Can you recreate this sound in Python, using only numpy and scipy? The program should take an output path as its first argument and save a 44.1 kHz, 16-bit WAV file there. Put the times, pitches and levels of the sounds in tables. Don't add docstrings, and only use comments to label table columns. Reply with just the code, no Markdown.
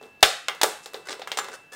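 import sys
import numpy as np
from scipy import signal
from scipy.fft import rfft, irfft
from scipy.io import wavfile
from scipy.ndimage import uniform_filter1d

SR = 44100
rng = np.random.default_rng(int(sys.argv[2]) if len(sys.argv) > 2 else 0)


def generate_wav(sig):
    pcm = np.round(np.clip(np.atleast_2d(sig).T, -1, 1) * 32767).astype(np.int16)
    wavfile.write(sys.argv[1], SR, pcm)


N = 77175

BANDS_HZ = [450, 1300, 4000, 10000]
# (frequency [Hz], spectral level [dB])
WOOD_COLOUR = [(40, -41.5), (150, -30.5), (280, -9.5), (420, 5.5), (750, 4), (1000, 4), (1650, 3.5),
               (2400, -1.5), (3700, 0.5), (5400, -4.5), (6200, -6.5), (8300, -9.5), (10000, -17),
               (15500, -20)]
# (frequency [Hz], level [dB], t60 [s])
BOARD_MODES = [(270, 0, .12), (388, -7, .16), (534, -3, .12), (752, 0, .14), (822, 0, .16), (1088, -7, .2),
               (1194, -2, .18), (1538, -6, .2), (1680, -2, .15), (1996, -1, .15), (2810, -3, .13),
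               (3390, -2, .11), (3648, 1, .1), (5293, 0, .16)]
BOARD_MODES_DB, TOP_HZ = -12.5, 15750


def blows():
    # (time [s], level [dB], thud [dB], mid [dB], top [dB], ring t60 [s], room send [dB],
    #  blade ring [dB], blade brightness [dB], resonance of the struck spot [Hz])
    hits = [(0.013, -42.5, 23.5, 4.5, 2, 0.11, -4.5, -40, -10.5, 400),
            (0.027, -49, 9.5, 6, 8, 0.014, 4, -30, -7, 250),
            (0.035, -48, 8, -3, -40, 0.047, -13, -34, -4, 3380),
            (0.207, -57.5, -32, -9, 4, 0.015, 8, -25, 0, 4500),
            (.2268, -31, -7, -15, -1.5, 0.024, 12.5, -51, 0, 5100),
            (.2284, -5, -11.5, -5, -1, 0.068, -6, -32, -16, 777),
            (0.4838, -22, -8.5, 2, -3.5, 0.025, -7, -5, -35, 7200),
            (0.496, -35.5, 7, 6, 9, 0.1, -5.5, -13.5, -25, 2150),
            (.549, -46, 11, 1, 12, 0.017, -2, -8, 0, 3300),
            (0.6143, -19.5, -11.5, -7, 1.5, 0.033, -4, -25.5, -3.5, 906),
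            (0.6325, -14, 0, -5, 8.5, 0.049, -5, -35, -18, 804),
            (0.642, -22, 6.5, 10, 1, 0.035, -5, -28.5, -7, 578),
            (0.859, -36.5, 2, -4, 4.5, 0.1, -5.5, -15, 19, 4240),
            (.934, -44, 0, 8.5, 15, 0.056, 3.5, -25, 0, 604),
            (0.9436, -32.5, 9, -4, -5.5, 0.094, -3, -34, -4, 3750),
            (1.106, -36, 7, 1, -5, 0.012, -5.5, -11, 9, 4700),
            (1.128, -34, -1, -1.5, -4, 0.066, -2.5, -27, -6, 5000),
            (1.195, -38.5, 16, 3, 4, 0.098, -8, -25, 0, 433),
            (1.218, -34.5, 0.5, -3, -11, 0.13, -5.5, -20, -9, 745),
            (1.274, -34, 0, 9, 7, 0.063, -2, -7, -22, 1310),
            (1.3171, -28, -3.5, -8, -3.5, 0.077, -4.5, -5.5, -11, 3100),
            (1.373, -27, -1, -2.5, 0, .07, -4, -7.5, 14, 8050),
            (1.3873, -25, -0.5, 7.5, 2, 0.07, -6.5, -9.5, 13, 1100),
            (1.3925, -37.5, -3, 10, -33, .05, 3.5, -37, -3, 1470),
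            (1.444, -40, -18, 3, 6, 0.09, -27, -26, -14, 2130),
            (1.485, -38, 10.5, 5, 5.5, .05, -1, -31, 8, 1060)]
    # (frequency [Hz], level [dB], t60 [s])
    blade_modes = [(1890, -4, .1), (2067, -3, .2), (2160, -2, .16), (2330, -6, .12), (2837, -4, .2),
                   (3160, -2, .14), (3310, -4, .12), (4199, -9, .08), (6083, -14, .1), (7192, -3, .16),
                   (7900, -15, .1)]
    # (start [Hz], end [Hz])
    tilt_hz = [3300, 6500]
    rise_s, spot_t60_cycles = 0.00017, 14.3
    highpass = signal.butter(2, 250, "high", fs=SR, output="sos")
    direct, feed = np.zeros(N), np.zeros(N)
    for at_s, db, thud_db, mid_db, top_db, t60_s, room_db, blade_db, bright_db, spot_hz in hits:
        tone_db = (thud_db, mid_db, 0, top_db)
        boards = undb(BOARD_MODES_DB) * ring(BOARD_MODES)
        spot = undb(-4.5) * ring([(spot_hz, 0, spot_t60_cycles / spot_hz)])
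        tilt = list(zip(tilt_hz, (0, bright_db)))
        tilted_modes = [(hz, mode_db + along(hz, tilt), decay_s) for hz, mode_db, decay_s in blade_modes]
        blade = undb(blade_db) * ring(tilted_modes)
        rise = 1 - np.exp(-np.arange(len(boards)) / SR / rise_s)
        crack = flatten(rise * (burst(t60_s=0.018) + undb(-3.5) * burst(t60_s)))
        rings = signal.sosfilt(highpass, rise * (spot + blade))
        gain = undb(db) * np.sqrt(SR / 100)
        add(direct, at_s, gain * (wood(crack + boards, tone_db) + rings))
        click = signal.unit_impulse(len(boards))
        add(feed, at_s, gain * undb(room_db) * (wood(click + boards / 2, tone_db) + rings / 2))
    return direct, feed


def scrapes():
    # (start [s], length [s], level [dB], thud [dB], mid [dB], top [dB], slip rate [1/s],
    #  squeal pitch [Hz], squeal level [dB])
    strokes = [(.005, 0.099, -60.5, 6, 1, -1, 400, 1500, -44),
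               (0.829, 0.026, -51.5, -22.5, -46, 12, 690, 3300, -13),
               (1.054, 0.094, -46.5, 1.5, 8, 10, 1100, 1500, -4),
               (1.086, .009, -33, -6, -0.5, -11, 1000, 2154, -5),
               (1.093, 0.032, -37, -8, -8, 1.5, 1300, 2494, -24),
               (1.373, 0.024, -35, -4.5, -25, 4.5, 900, 2050, -2.5),
               (1.441, 0.061, -46, 1.5, 8, -4, 400, 2070, -9),
               (1.516, 0.02, -43, -1.5, 7, 8, 700, 1510, -20),
               (1.534, 0.024, -41.5, -2.5, 7, 11.5, 900, 1500, -6),
               (1.719, 0.017, -46, 1, 4.5, 8, 900, 1707, -5),
               (1.73, .035, -41.5, -1.5, 7.5, 9.5, 880, 1730, 1)]
    # (frequency [Hz], gain [dB])
    rasp_colour = [(250, 11.5), (500, 2.5), (900, -5), (2000, -1.5), (3200, -4), (5000, 1.5), (7500, 1.5),
                   (10000, 0.5), (14000, -21)]
    attack_s, release_s, catch_db = 0.001, 0.015, 4.5
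    out, t = np.zeros(N), np.arange(N) / SR
    for at_s, length_s, db, thud_db, mid_db, top_db, slips_per_s, squeal_hz, squeal_db in strokes:
        tone_db = (thud_db, mid_db, 0, top_db)
        env = np.clip(t / attack_s, 0, 1) * np.clip((length_s - t) / release_s + .5, 0, 1)
        env *= undb(catch_db * drift(rate_hz=220))
        slips = (rng.random(N) < slips_per_s / SR) * undb(rng.standard_normal(N)) * env
        slip_response = flatten(burst(t60_s=0.006)) + undb(BOARD_MODES_DB) * ring(BOARD_MODES)
        friction = signal.fftconvolve(slips, slip_response)[:N]
        rasp = wood(colour(friction, rasp_colour), tone_db)
        stroke = rasp + undb(squeal_db) * squeal(squeal_hz, env, tone_db)
        add(out, at_s, stroke * undb(db) * np.sqrt(length_s * SR))
    return out


def squeal(hz, env, tone_db):
    jitter, rolloff, rough_db = 0.009, 0.64, 3.5
    phase = 2 * np.pi * np.cumsum(hz * (1 + jitter * drift(rate_hz=846))) / SR
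    tone = list(zip(BANDS_HZ, tone_db))
    partials = np.zeros(N)
    for k in range(1, int(TOP_HZ / hz) + 1):
        colour_db = along(k * hz, tone) + along(k * hz, WOOD_COLOUR) / 2
        partials += undb(colour_db) * np.sin(k * (phase + k)) / k ** rolloff
    return unit(env * undb(rough_db * drift(rate_hz=600)) * partials)


def wood(x, tone_db):
    return unit(colour(x, WOOD_COLOUR, list(zip(BANDS_HZ, tone_db))))


def burst(t60_s):
    env = fade(t60_s)
    return unit(env * rng.standard_normal(len(env)))


def ring(modes, size=22050):
    t = np.arange(size) / SR
    return unit(sum(undb(db) * unit(fade(t60_s) * np.sin(2 * np.pi * (hz * t + rng.random())))
                    for hz, db, t60_s in modes))


def room(x, bands=9, build_s=0.007):
    # (frequency [Hz], gain [dB])
    room_colour = [(150, 7), (300, 1.5), (600, 1), (1500, -4), (5000, -7), (14000, 0.5)]
    # (frequency [Hz], t60 [s])
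    decay = [(150, 0.3), (500, 0.23), (1500, 0.55), (4000, 0.41), (8000, 0.41), (14000, 0.2)]
    size = SR * 2 // 3
    t, hz = np.arange(size) / SR, np.fft.rfftfreq(size, 1 / SR)
    centres_hz = np.geomspace(100, 16000, bands)
    spectrum = rfft(rng.standard_normal(size))
    tail = np.zeros(size)
    for centre_hz, weights in zip(centres_hz, np.eye(bands)):
        band = irfft(spectrum * along(hz, list(zip(centres_hz, weights))), size)
        tail += band * fade(along(centre_hz, decay), size)
    response = unit(tail * (1 - np.exp(-t / build_s)))
    return signal.fftconvolve(colour(x, room_colour), response)[:N]


def background(air_db=-59.5):
    # (frequency [Hz], spectral level [dB])
    air_colour = [(30, -13), (90, -8), (140, -2.5), (250, -4), (400, -2), (700, -5), (1500, -12.5),
                  (3000, -14), (8000, -29), (15000, -29.5)]
    # (frequency [Hz], level [dB])
    tones = [(1674, -67.5), (2654, -56.5)]
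    t = np.arange(N) / SR
    air = unit(colour(rng.standard_normal(N), air_colour)) * np.sqrt(N) * undb(air_db)
    whine = sum(undb(db + drift(rate_hz=24)) * np.sin(2 * np.pi * hz * t) for hz, db in tones)
    return air + np.sqrt(2) * whine


def flatten(x, width_hz=500):
    hz = np.fft.rfftfreq(len(x), 1 / SR)
    power = uniform_filter1d(np.abs(rfft(x)) ** 2, int(width_hz / hz[1]))
    gain_db = 10 * np.log10(power.mean() / power)
    return colour(x, np.column_stack([hz, gain_db])[1:])


def colour(x, *curves, size=2048):
    hz = np.fft.rfftfreq(size, 1 / SR)
    gain_db = sum(along(hz, curve) for curve in curves)
    cepstrum = irfft(np.log(undb(gain_db)))
    cepstrum[1:size // 2] *= 2
    cepstrum[size // 2 + 1:] = 0
    return signal.fftconvolve(x, irfft(np.exp(rfft(cepstrum))))[:len(x)]


def along(hz, points):
    points_hz, values = np.array(points, float).T
    return np.interp(np.log(np.maximum(hz, 1)), np.log(points_hz), values)


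def fade(t60_s, size=22050):
    return np.exp(-np.log(1000) * np.arange(size) / SR / max(t60_s, 1e-3))


def drift(rate_hz):
    knots = rng.standard_normal(N)
    return np.interp(np.arange(N) / SR * rate_hz, np.arange(N), knots)


def undb(db):
    return 10 ** (np.asarray(db) / 20)


def unit(x):
    return x / np.sqrt(np.sum(x ** 2) + 1e-18)


def add(out, at_s, x):
    i = max(int(at_s * SR), 0)
    out[i:i + len(x)] += x[:max(N - i, 0)]


def scene():
    direct, feed = blows()
    scraping = scrapes()
    reverb = room(feed + undb(-7.5) * scraping)
    return (direct + scraping + reverb + background())[None]


def record(dry):
    thump_hz, thump_db = [30, 90], -6.5
    clipped = np.clip(dry, -1, 1)
    excess = np.abs(dry - clipped)
    thump = signal.sosfilt(signal.butter(2, thump_hz, "band", fs=SR, output="sos"), excess)
    lowpass = signal.ellip(8, .2, 70, TOP_HZ, fs=SR, output="sos")
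    return signal.sosfilt(lowpass, clipped + undb(thump_db) * thump)


dry = scene()
out = record(dry)
generate_wav(out)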